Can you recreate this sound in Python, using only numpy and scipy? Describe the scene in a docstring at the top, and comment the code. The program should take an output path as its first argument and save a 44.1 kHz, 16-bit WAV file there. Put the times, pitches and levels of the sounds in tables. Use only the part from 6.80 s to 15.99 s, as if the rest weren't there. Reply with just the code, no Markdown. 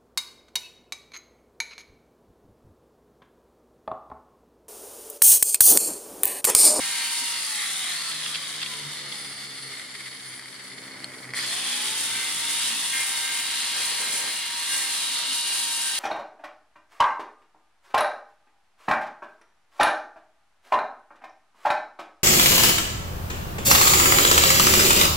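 """An angle grinder with a sanding disc runs at an open-air bench, dressing a small steel ring held in pliers.
Shaped noise makes its gear case, housing, air and hiss; tones locked to the rotor make its whistle and whine.
Switched off, it coasts down, the whine sinking and the gears rattling loose, while struck modes clink as pliers.
It restarts with a jolt, and the ring is touched to the disc again and again as slap tones and grit.
Two motorbikes, stacks of wavering exhaust tones, pass in the distance over a road murmur."""
import sys
import numpy as np
from scipy import signal
from scipy.fft import rfft, irfft, next_fast_len
from scipy.io import wavfile
from scipy.ndimage import uniform_filter1d

SR = 44100
rng = np.random.default_rng(int(sys.argv[2]) if len(sys.argv) > 2 else 0)


def wav_out(sig):
    """Save sig, one row per channel (or a flat mono array), as 16-bit PCM at SR to the path in sys.argv[1]."""
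    wavfile.write(sys.argv[1], SR, np.round(np.clip(np.atleast_2d(sig).T, -1, 1) * 32767).astype(np.int16))


N = 405279
TIME = np.arange(N) / SR


def from_db(db):
    """Decibels to gain."""
    return 10 ** (np.asarray(db) / 20)


def rms_one(x):
    """Scale to rms 1."""
    return x / np.sqrt(np.mean(x ** 2) + 1e-20)


def over_time(points):
    """Automation curve from (time, value) points."""
    s, value = np.transpose(points)
    return np.interp(TIME, s, value)


def at_hz(points, hz):
    """Read a spectrum on a log-frequency axis."""
    f, value = np.transpose(points)
    return np.interp(np.log(hz), np.log(f), value)


def drift(rate):
    """Smooth chance with spread 1 that changes about rate times a second."""
    knots = rng.standard_normal(4096)
    return rms_one(np.interp(TIME * rate % 4095, np.arange(4096), knots))


def colour(x, spectrum):
    """EQ a signal with a spectrum curve."""
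    size = next_fast_len(N)
    hz = np.maximum(np.arange(size // 2 + 1) * SR / size, 1)
    return irfft(rfft(x, size) * from_db(at_hz(spectrum, hz)), size)[..., :N]


def spread(mid, side):
    """Left and right from middle and difference."""
    return np.array([mid + side, mid - side])


# stereo width of the noise layers: f/Hz, side-minus-mid level/dB
STEREO_WIDTH = [(60, 3), (130, -12), (290, -8.5), (640, -4.5), (1410, -5.5), (3100, -5), (6820, 2),
                (15000, -0.5)]


def stereo_noise():
    """White middle noise plus independent side noise, whose level sets the width at each frequency."""
    return spread(rng.standard_normal(N), colour(rng.standard_normal(N), STEREO_WIDTH))


def resonate(x, modes):
    """Parallel resonances with steep skirts; rms 1."""
    out = 0
    for hz, width_hz, db in modes:
        edges = [hz - width_hz / 2, hz + width_hz / 2]
        band = signal.butter(2, edges, "band", fs=SR, output="sos")
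        out = out + from_db(db) * rms_one(signal.sosfilt(band, x))
    return rms_one(out)


def ring(x, modes):
    """Struck modes of a small steel part, which radiates no bass."""
    out = 0
    for hz, db, t60 in modes:
        r = from_db(-60 / (t60 * SR))
        w = 2 * np.pi * hz / SR
        mode = signal.lfilter([0, np.sin(w)], [1, -2 * r * np.cos(w), r * r], x + 1e-18)
        out = out + from_db(db) * mode
    return signal.sosfilt(signal.butter(2, [700, 10500], "band", fs=SR, output="sos"), out)


def bursts(clicks, decay_s):
    """Each click opens an envelope that dies away."""
    return signal.lfilter([1], [1, -np.exp(-1 / (decay_s * SR))], clicks + 1e-18)


def click_train(events):
    """One click of the given height per (time, dB) event."""
    out = np.zeros(N)
    for s, db in events:
        out[round(s * SR)] += from_db(db)
    return out


def swells(rows):
    """Bell-shaped swells of level from rows of (middle s, half-length s, dB)."""
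    return sum(from_db(db) * np.exp(-((TIME - s) / half_s) ** 2) for s, half_s, db in rows)


def tone(turns, waver_db, width):
    """A stereo sine of rms 1 whose strength and direction waver."""
    angle = (2 * np.pi * (turns % 1)).astype(np.float32)
    image = spread(np.sin(angle), width * drift(1.62) * np.cos(angle))
    return rms_one(from_db(waver_db * drift(14)) * image)


def rough_tone(turns, rough, waver_db, width):
    """A tone whose phase and strength flutter quickly, so that its line frays."""
    frayed = tone(turns + rough * drift(170) / (2 * np.pi), waver_db, width)
    return rms_one(frayed * from_db(5 * rough * drift(110)))


def lag(x, time_s):
    """Follow a control with a delay."""
    keep = np.exp(-1 / (time_s * SR))
    return signal.lfilter([1 - keep], [1, -keep], x + 1e-18)


PRESS_S, LIFT_S = 0.0302, .07  # the contact builds up and lets go
SAG_LAG_S = .25  # the rotor's inertia delays the slowing
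# the ring is touched to the disc: start t/s, length t/s, rub level/dB, slowing before the lag/turns per s,
# bench rumble level/dB
RING_TOUCHES = [(0.0, 0.26, -53, 11, -70), (5.298, 0.19, -55, 5, -75), (5.607, 0.096, -68, 7.5, -55),
                (6.111, 0.1, -49, 7.5, -51.5), (6.231, 0.44, -56, 5, -57), (6.918, 0.21, -62, 0, -46),
                (7.171, .32, -57, 6, -43.5), (7.888, 0.15, -53.5, 9.5, -49), (8.653, 0.2, -58.5, 6.5, -62),
                (8.892, 0.37, -57.5, 11, -76)]


def touches():
    """Rub, drag on the motor and bench rumble: each touch builds up, holds and lets go."""
    rub, drag, rumble = np.zeros((3, N))
    for start, length, rub_db, slowing, rumble_db in RING_TOUCHES:
        pressed = np.clip((TIME - start) / PRESS_S, 0, 1)
        released = np.exp(-np.clip((TIME - start - length) / LIFT_S, 0, 30))
        held = pressed * released
        rub = np.maximum(rub, from_db(rub_db) * held)
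        drag = np.maximum(drag, slowing * held)
        rumble = np.maximum(rumble, from_db(rumble_db) * held)
    return rub, lag(drag, SAG_LAG_S), rumble


SWITCH_OFF_S, SWITCH_ON_S = .57, 4.536  # the switch is let go, and pressed again
FREE_SPEED = 474.5  # motor running free, rotor turns per s
DRAG_KNEE = 216  # turns per s at which air drag equals bearing friction
COAST_S = 4.855  # time scale of the run-down
# run-up: share of the missing speed, time constant t/s
RUN_UP_STAGES = [(.38, .05), (.62, .29)]


def rotor_speed(drag):
    """The motor sags under load, coasts against air drag and friction, then runs up again."""
    running = FREE_SPEED - drag
    released = np.arctan(running[round(SWITCH_OFF_S * SR)] / DRAG_KNEE)
    coasted_s = np.clip(TIME, SWITCH_OFF_S, SWITCH_ON_S) - SWITCH_OFF_S
    coasting = DRAG_KNEE * np.tan(released - coasted_s / COAST_S)
    since = np.maximum(TIME - SWITCH_ON_S, 0)
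    missing = sum(share * np.exp(-since / time_s) for share, time_s in RUN_UP_STAGES)
    return np.where(TIME < SWITCH_OFF_S, running, running + missing * (coasting - running))


def after_start(decay_s, rise_s=.04):
    """Builds up quickly when the switch is pressed, then dies away."""
    since = np.maximum(TIME - SWITCH_ON_S, 0)
    return np.minimum(since / rise_s, 1) * np.exp(-since / decay_s)


def rolled(at_s=8.2, time_s=.06):
    """Rises to 1 as the tool is rolled over and its gear case points away."""
    return .5 + .5 * np.tanh((TIME - at_s) / time_s)


def lifted(at_s=.97, half_s=.32):
    """Near 1 while the tool is lifted and swung round, vents forward."""
    return np.exp(-((TIME - at_s) / half_s) ** 4)


# how squarely the vents face the listener as the tool is turned in the hand: t/s, level/dB
VENT_FACING = [(0, 0), (.42, 0.4), (.72, 0), (1.25, 2), (1.95, 2), (3.1, 2), (3.85, 2.5), (4.7, 2.5),
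               (4.93, 2), (5.08, 1), (5.55, 0.1), (5.85, 1.3), (6.2, 0.03), (7.02, 1), (7.6, -0.5),
               (8.45, 1), (8.8, 0.5), (9.19, 0.5)]
JOLT, JOLT_S = 0.54, 0.064  # starting current's jolt: share of full effort before its rise and decay; decay


def part_db(law, speed, load):
    """Level of one part of the machine from its speed, the way it faces and the load on the disc."""
    full_db, power, facing_share, load_db = law
    effort = speed / FREE_SPEED + JOLT * after_start(JOLT_S)
    return full_db + power * 20 * np.log10(effort) + facing_share * over_time(VENT_FACING) + load_db * load


def rattle(speed, hits_per_turn, size_db, decay_s, smooth):
    """Envelope of tooth impacts: dense at speed, falling apart into single ticks as the gears slow."""
    rate = hits_per_turn * speed * (speed / FREE_SPEED)  # hits per s
    sizes = from_db(size_db * np.clip(rng.standard_normal(N), -2, 1.5))
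    hits = (rng.random(N) < rate / SR) * sizes
    power = bursts(hits, decay_s)
    local_power = uniform_filter1d(power, SR // 12)
    return np.sqrt(smooth + power / (local_power + 1e-9))


# gear case and motor housing resonances: f/Hz, width f/Hz, relative level/dB
CASE_MODES = [(1270, 405, -5), (1910, 360, 0.5), (2042, 300, -1.5), (3270, 1200, -39), (4306, 350, -0.5)]
HOUSING_MODES = [(3376, 620, 0.5), (3720, 590, 1), (4425, 970, 4)]
# their response: full-speed level before trims/dB, power of speed, share of facing, firm-touch boost/dB
CASE_RESPONSE = (-38, 0.74, 1.07, 4.5)
HOUSING_RESPONSE = (-32.5, 1.3, 2.5, -0.5)
SHAKE_DB, SHAKE_S = 13.5, 0.082  # the starting current shakes the gears: boost before rise and decay; decay


def gear_body(speed, load, teeth):
    """Gear impacts drive noise through the resonances of gear case and housing."""
    case_db = part_db(CASE_RESPONSE, speed, load) - 2
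    case_db = case_db + SHAKE_DB * after_start(SHAKE_S) - 6.5 * rolled()
    case = from_db(case_db) * resonate(stereo_noise() * teeth, CASE_MODES)
    housing_db = part_db(HOUSING_RESPONSE, speed, load) - 5.5 - 0.91 * speed / FREE_SPEED - 7 * lifted()
    return case + from_db(housing_db) * resonate(stereo_noise() * teeth, HOUSING_MODES)


def gliding_rush(centre_hz, width_hz):
    """A band of air noise that follows a moving centre frequency; rms 1."""
    low = signal.butter(2, width_hz / 2, fs=SR, output="sos")
    a, b = signal.sosfilt(low, rng.standard_normal((2, 2, N)))
    angle = 2 * np.pi * np.cumsum(centre_hz) / SR
    mid, side = a * np.cos(angle) + b * np.sin(angle)
    return rms_one(spread(mid, 0.42 * side))


# the centre of a gliding band of air noise, which shifts as the tool moves: t/s, f/Hz
RUSH_CENTRE = [(0, 4166), (.5, 4570), (.66, 4614), (.84, 3780), (1.06, 3560), (1.26, 4546), (1.42, 3553),
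               (2.05, 3483), (2.4, 4616), (4.68, 4580), (4.77, 3038), (5.1, 3530), (6.4, 3628), (7, 4234),
               (7.7, 4003), (8.3, 3950), (8.8, 4246), (9.19, 3934)]
# cooling fan's whistle: multiple of rotor speed, relative level/dB
FAN_ORDERS = [(6, -2), (8, -5)]
# broad rush of air: f/Hz, relative level/dB
AIR_SPECTRUM = [(30, -46), (100, -26.5), (250, -5), (550, -9.5), (800, -7.5), (1150, 3), (1500, -2.5),
                (2100, 2), (2650, 1.5), (3300, 7), (4400, 3), (6000, -5.5), (9000, -3.5), (15000, -44)]


def rushing_air(speed, load, teeth):
    """The fan blows noise through a band whose peak glides as the tool moves, and its blades churn a band
    around their whistle."""
    housing_db = part_db(HOUSING_RESPONSE, speed, load)
    flow = speed / FREE_SPEED
    blowing = flow ** .6
    # rolled over, this band lifts a little
    band_db = housing_db - 7 + 3 * lifted() + 1.5 * rolled()
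    moving_band = from_db(band_db) * blowing * np.sqrt(teeth) * gliding_rush(over_time(RUSH_CENTRE), width_hz=720)
    blades = from_db(housing_db - 11) * flow ** 2 * gliding_rush(FAN_ORDERS[0][0] * speed, width_hz=580)
    air = from_db(housing_db - 1.5) * blowing * rms_one(colour(stereo_noise() * teeth, AIR_SPECTRUM))
    return moving_band + blades + air


# brush hiss: f/Hz, relative level/dB
HISS_SPECTRUM = [(3060, -37), (5200, 0), (6100, -2), (7700, -0.5), (8800, 4), (9510, 6), (10200, 2.5),
                 (11100, -4.5), (12700, -11), (15500, -17.5)]
# its response: full-speed level before the treble curve/dB, power of speed, share of facing, firm-touch boost/dB
HISS_RESPONSE = (-30.5, 1.79, 0.96, 1.2)
# the treble rises and falls: t/s, relative level/dB
TREBLE_LEVEL = [(0, -2.5), (.2, 0), (.55, -1.5), (.9, 1.5), (1.25, -3), (1.55, -1.5), (2.0, -2),
                (2.3, -0.5), (3.1, -0.5), (4.1, 5), (4.5, 8), (4.62, -1.5), (5.1, 1), (5.7, -0.5), (6.1, 0),
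                (6.7, -2), (7.1, -0.5), (7.4, .5), (7.65, -4), (7.95, 1.5), (8.4, -2), (8.7, 0),
                (9.19, -0.5)]


def brush_hiss(speed, load):
    """The brushes spit bright noise that is roughened by dense sparks."""
    sparks = rattle(speed, hits_per_turn=4.7, size_db=11.5, decay_s=0.0029, smooth=0.5)
    # the hiss smooths out at low speed
    roughness = np.minimum(2 * (speed / FREE_SPEED) ** 2, 1)
    sparks = 1 + roughness * (sparks - 1)
    hiss_db = part_db(HISS_RESPONSE, speed, load) + over_time(TREBLE_LEVEL) + 1.24 * drift(14)
    return from_db(hiss_db) * rms_one(colour(stereo_noise() * sparks, HISS_SPECTRUM))


def machine_noise(speed, load, slap):
    """Gear impacts ring the case and housing; the fan and brushes add rushing air and hiss."""
    teeth = rattle(speed, hits_per_turn=14.0, size_db=15.0, decay_s=0.004, smooth=0.84)
    noise = gear_body(speed, load, teeth) + rushing_air(speed, load, teeth) + brush_hiss(speed, load)
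    # the load on the gears wanders in the hand
    return noise * slap * from_db(.5 * drift(16))


def bench_echo(x, delay_s=.0013, swing=.07, share=.25):
    """The bench top throws the sound back, with a delay that shifts as the tool moves."""
    sway = drift(2.5)
    delays = [delay_s * (1 + swing * (sway + .2 * drift(2))) for _ in x]
    echo = np.array([np.interp(TIME - delay, TIME, side, left=0) for delay, side in zip(delays, x)])
    return (x + share * echo) / np.hypot(1, share)


# whistle response: full-speed level before aim and order/dB, power of speed, share of facing, firm-touch change/dB
WHISTLE_RESPONSE = (-41.5, 11, 1, -2)
# the whistle beams, so its level changes as the tool is aimed: t/s, relative level/dB
WHISTLE_BEAM = [(0, -2), (.5, 1), (.7, -7), (5.2, -2), (6.1, 0), (6.5, 0.5), (7.05, 2.5), (7.3, -3.5),
                (7.7, 1.5), (8.2, 1), (8.6, 6.5), (9.19, 5)]


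def fan_whistle(speed, load, turns):
    """Blade-passing tones, strong only near full speed."""
    out = 0
    whistle_db = part_db(WHISTLE_RESPONSE, speed, load) + over_time(WHISTLE_BEAM)
    for order, db in FAN_ORDERS:
        out = out + from_db(whistle_db + db) * rough_tone(order * turns, rough=.35, waver_db=2.0, width=0.29)
    return out


# rotor tones before facing and fading: multiple of rotor speed, running level/dB, coasting level/dB
ROTOR_ORDERS = [(2, -49, -53), (4, -58, -51.5), (8, -66, -53), (9, -54, -56), (10, -55, -66)]


def rotor_tones(speed, turns, powered):
    """Gear tones fade as the rotor slows, and so small a body hardly radiates low ones."""
    out = 0
    fading = np.clip((speed - 140) / 240, 0, 1)
    for order, run_db, coast_db in ROTOR_ORDERS:
        radiated = 1 / np.sqrt(1 + (760 / (order * speed)) ** 12)
        level_db = coast_db + powered * (run_db - coast_db) + over_time(VENT_FACING)
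        rough = .22 * np.sqrt(order / 2)
        out = out + fading * radiated * from_db(level_db) * rough_tone(order * turns, rough, waver_db=2.5, width=0.49)
    return out


# commutator and slot whine, before the housing path and speed fade: multiple of rotor speed,
# level in the housing's lower resonance/dB, level in its upper one/dB
WHINE_ORDERS = [(24, -45, -45), (26, -47, -50), (32, -60, -49), (40, -62, -48), (48, -62, -43.5),
                (56, -62, -46.5), (64, -66, -51), (72, -66, -39.5), (80, -66, -46), (88, -66, -51),
                (96, -66, -42.5)]
# how the housing passes that whine: f/Hz, gain level/dB
HOUSING_PATH = [(1500, -28), (3000, -16), (4000, -11), (4400, 0), (4650, -1), (5000, -6), (5500, -20),
                (7400, -12), (8700, -12), (9100, -9), (9400, -1), (10000, 0), (10400, -6), (11000, -15),
                (12000, -27), (15000, -45)]


def motor_whine(speed, turns, powered):
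    """High commutator orders sweep through the housing's resonances and die as the rotor nearly stops."""
    spinning = np.clip((speed - 92) / 14, 0, 1) * np.minimum(speed / 250, 1)
    # strong and rough under the starting current
    surge = (TIME > SWITCH_ON_S) * np.exp(-((TIME - SWITCH_ON_S - .3) / .19) ** 2)
    whine = from_db(-41) * surge * rough_tone(24 * turns, rough=.7, waver_db=1.0, width=.15)
    shaken = turns + (.0024 + .002 * powered) * drift(300)
    flutter = from_db(2.5 * drift(90))
    for order, lower_db, upper_db in WHINE_ORDERS:
        hz = order * speed
        db = np.interp(hz, [5200, 7400], [lower_db, upper_db]) + at_hz(HOUSING_PATH, hz)
        whine += from_db(db) * flutter * tone(order * shaken, waver_db=2.0, width=.15)
    return spinning * whine


def motor_tones(speed, load, turns):
    """Fan whistle, gear orders and commutator whine, all locked to the rotor."""
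    powered = np.interp(TIME, [SWITCH_OFF_S, SWITCH_OFF_S + .3, SWITCH_ON_S, SWITCH_ON_S + .02], [1, 0, 0, 1])
    return (fan_whistle(speed, load, turns) + rotor_tones(speed, turns, powered)
            + motor_whine(speed, turns, powered))


def disc_hum(whirl, slap_turns):
    """The slightly warped disc hums twice a turn, strongest at full speed."""
    return from_db(-65) * whirl * tone(slap_turns, waver_db=7.5, width=0.56)


# the disc slaps the ring twice a turn: multiple of slap rate, level relative to the rub/dB
SLAP_ORDERS = [(1, -44), (2, -17.5), (3, -5), (4, -8), (5, -6), (6, 7), (7, 4.5), (8, 10), (9, 4),
               (16, -19)]
# grit dragged over steel: f/Hz, relative level/dB
GRIT_SPECTRUM = [(60, -42), (400, -37), (1200, -30), (2100, 6), (3000, 12), (5000, -36), (7500, -9),
                 (11000, -14), (15000, -5)]


def grinding(rub, slap_turns):
    """The disc's slaps buzz in ring and pliers, and every slap drags grit over the steel."""
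    # rolled over, the disc hides the ring; only the lower tones bend round it
    hidden = from_db(-17 * rolled())
    buzz = 0
    for order, db in SLAP_ORDERS:
        shade = hidden if order > 7 else 1
        slap_tone = rough_tone(order * slap_turns, rough=order / 18, waver_db=2.5, width=0.18)
        buzz = buzz + from_db(db) * shade * slap_tone
    catching = from_db(3 * drift(70))  # the abrasive catches unevenly
    bite = catching * from_db(5.5 * np.cos(2 * np.pi * slap_turns))
    grit = rms_one(colour(stereo_noise() * bite, GRIT_SPECTRUM))
    return rub * (buzz + from_db(10) * np.sqrt(hidden) * grit)


# bench rumble: f/Hz, relative level/dB
BENCH_SPECTRUM = [(25, -40), (60, -27), (120, -7), (270, -4.5), (500, 0.5), (800, -3), (2000, -3),
                  (6000, -41)]


def bench_rumble(rumble):
    """The bench rumbles under the pliers: low noise that follows each touch."""
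    return rumble * rms_one(colour(stereo_noise(), BENCH_SPECTRUM))


# motorbikes ease off as they go by: middle of the pitch fall t/s, firings per s, fall to each side per s,
# fall time t/s, loudest t/s, peak level before the exhaust orders/dB, swell t/s, fade t/s
BIKE_PASSES = [(2.25, 71.7, 13.3, 1.9, 2.02, -50.5, 0.58, 1.24),
               (4.75, 62.5, 5, .55, 4.29, -49, 0.41, 0.92)]
# their exhausts: multiple of firing rate, first bike relative level/dB, second bike relative level/dB
EXHAUST_ORDERS = [(1, -26.5, -36), (2, -3, -7), (3, -11.5, -11), (4, -11, -6), (5, -14, -7), (6, -12, -9),
                  (7, -13.5, -11.5), (8, -45, -14), (9, -22, -11.5)]
# road and tyre noise in the open: f/Hz, relative level/dB
OUTDOOR_SPECTRUM = [(25, -40), (60, -35), (100, -4), (270, -0.5), (480, -5), (800, -6), (2000, -3),
                    (6000, -40), (15000, -44)]
BIKE_FADE_DB = 15  # per tenfold of (1 + squared relative time from the loudest moment)
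LEAVING_TILT_DB = 1.5  # brightness per octave, as their pipes come to point back
ROAD_DB, TYRES_DB = -59, 1  # steady murmur; tyre noise relative to the bikes


def motorbikes():
    """Far exhaust drones that swell, sink in pitch and fade, over the murmur of the road."""
    out = 0
    murmur_power = from_db(ROAD_DB) ** 2
    for k, (fall_at, firings, fall, fall_s, loudest_at, peak_db, swell_s, fade_s) in enumerate(BIKE_PASSES):
        leaving = (TIME - fall_at) / np.hypot(TIME - fall_at, fall_s)
        turns = np.cumsum((firings - fall * leaving) * (1 + 0.0014 * drift(25.36))) / SR
        half_s = np.where(TIME < loudest_at, swell_s, fade_s)
        level_db = peak_db - BIKE_FADE_DB * np.log10(1 + ((TIME - loudest_at) / half_s) ** 2)
        murmur_power = murmur_power + from_db(level_db + TYRES_DB) ** 2
        for order, *db in EXHAUST_ORDERS:
            gain = from_db(level_db + db[k] + LEAVING_TILT_DB * leaving * np.log2(order / 2))
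            out = out + gain * tone(order * turns, waver_db=3.5, width=0.18)
    return out + np.sqrt(murmur_power) * rms_one(colour(stereo_noise(), OUTDOOR_SPECTRUM))


# gear modes: f/Hz, relative level/dB, t60 t/s
GEAR_MODES = [(2000, -3, 0.017), (2180, -5.5, 0.023), (3230, -13, .008), (4600, -3, 0.006),
              (7500, -14, .003), (9400, -8, .004)]
# gear teeth knock through their backlash, hardest at the start: t/s, strike level/dB, brightness/dB per octave
GEAR_KNOCKS = [(2.9178, -36, 1), (3.1516, -33, 2), (3.5408, -38, 4), (3.5777, -37, 5), (3.5951, -33, 4),
               (3.6246, -35, 3), (3.658, -35, 3), (3.6874, -34, 2), (4.112, -35, 0), (4.2034, -34, 4),
               (4.3192, -33, 0), (4.4439, -31, -1), (4.453, -32, -1), (4.4913, -29, -7),
               (4.5365, -19.5, -1), (4.5445, -22, -6), (4.5897, -20, -4)]
# without drive the gears break into fits of chatter: middle t/s, half-length t/s, level/dB
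CHATTER_FITS = [(.83, 0.075, -32.5), (1.09, 0.095, -37.5), (2.93, 0.014, -39), (3.005, .027, -37.5),
                (3.152, 0.011, -38), (3.21, .02, -40), (3.272, .016, -38)]
# what rings in them: f/Hz, width f/Hz, relative level/dB
CHATTER_MODES = [(1390, 460, -9), (2000, 400, 1), (3530, 1000, -3.5), (4600, 600, -10), (9000, 2500, -5)]


def knocks(speed):
    """Hard tooth contacts ring the gears; with no drive, lighter ones tick on and break into fits of chatter."""
    loose = np.clip(1 - speed / FREE_SPEED, 0, 1)
    teeth = rattle(speed, hits_per_turn=7.0, size_db=6.0, decay_s=0.002, smooth=0.3)
    # -45.5 dB would be reached at standstill
    ticking = from_db(-45.5) * loose ** 2 * rms_one(ring(stereo_noise() * teeth, GEAR_MODES))
    chatter = swells(CHATTER_FITS) * resonate(stereo_noise() * teeth, CHATTER_MODES)
    hard = 0
    for hz, mode_db, t60 in GEAR_MODES:
        octaves = np.log2(hz / GEAR_MODES[0][0])
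        strikes = click_train([(s, db + tilt * octaves) for s, db, tilt in GEAR_KNOCKS])
        hard = hard + ring(strikes, [(hz, mode_db, t60)])
    return ticking + chatter + hard


# pliers and ring clink: t/s, relative strike level/dB
CLINK_HITS = [(1.315, -23), (1.46, -22), (1.541, -30), (1.5471, -20.5), (1.555, -20.5), (1.816, -23),
              (1.8235, -36), (1.8284, -19), (1.8614, -23), (1.937, -29), (2.3229, -26.5)]
# pliers: f/Hz, relative level/dB, t60 t/s
PLIER_MODES = [(2100, -12, .02), (2780, -6, .022), (3250, -3, .016), (3500, -2, .016), (3980, -6, .018),
               (4400, -7, .018), (4750, -11, .02), (8700, -10, .015)]


def clinks():
    """Steel scuffs on steel; the hand damps the ring quickly."""
    band = signal.butter(2, [1200, 8000], "band", fs=SR, output="sos")
    scuff = signal.sosfilt(band, bursts(click_train(CLINK_HITS), decay_s=0.0039) * stereo_noise())
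    return from_db(-21.5) * (ring(scuff, PLIER_MODES) + 2.1 * scuff)


# steel ring: f/Hz, relative level/dB, t60 t/s
RING_MODES = [(3200, -11, 0.022), (4290, -2.5, 0.016), (4480, -7, 0.018), (8400, -7, 0.012),
              (9200, -7, .014)]


def ring_tap(at_s=4.2435, strike_db=-21):
    """The ring is set against the bench: one short, hard tick."""
    return ring(click_train([(at_s, strike_db)]), RING_MODES)


# the disc grazes the steel: middle t/s, half-length t/s, level/dB
DISC_GRAZES = [(4.93, .06, -37), (5.88, .03, -38), (6.54, .018, -36), (7.02, .07, -40), (8.18, .03, -38)]


def grazes():
    """The edge of the disc brushes the steel with a short spit of grit."""
    band = signal.butter(2, [2800, 10000], "band", fs=SR, output="sos")
    spit = signal.sosfilt(band, stereo_noise() * from_db(4.7 * drift(280)))
    return swells(DISC_GRAZES) * rms_one(spit)


DISC_RATIO = 9 / 32  # disc turns per rotor turn
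IDLE_RUB_DB = -60  # the free disc still flutters a little at full speed


def scene():
    """Grinder, workpiece and the yard around them."""
    rub, drag, rumble = touches()
    load = rub / rub.max()
    speed = rotor_speed(drag) * (1 + 0.001178 * drift(45))
    turns = np.cumsum(speed) / SR
    slap_turns = 2 * DISC_RATIO * turns
    whirl = (speed / FREE_SPEED) ** 4
    flutter = from_db(IDLE_RUB_DB) * whirl
    # contact shakes the whole machine in step with the slaps
    slap = 1 + 0.2 * load * np.cos(2 * np.pi * slap_turns)
    grinder = bench_echo(machine_noise(speed, load, slap)) + motor_tones(speed, load, turns)
    grinder = grinder + disc_hum(whirl, slap_turns) + knocks(speed)
    work = grinding(rub + flutter, slap_turns) + bench_rumble(rumble) + clinks() + ring_tap() + grazes()
    left, right = grinder + work
    # the bench is a little to the left: louder there, and one sample later on the right
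    bench = np.array([from_db(0.35) * left, np.roll(right, 1)])
    return bench + motorbikes()


def record(dry):
    """The top is cut steeply above 15.8 kHz."""
    return signal.sosfilt(signal.ellip(12, .1, 80, 15800, fs=SR, output="sos"), dry)


dry = scene()
out = record(dry)
wav_out(out)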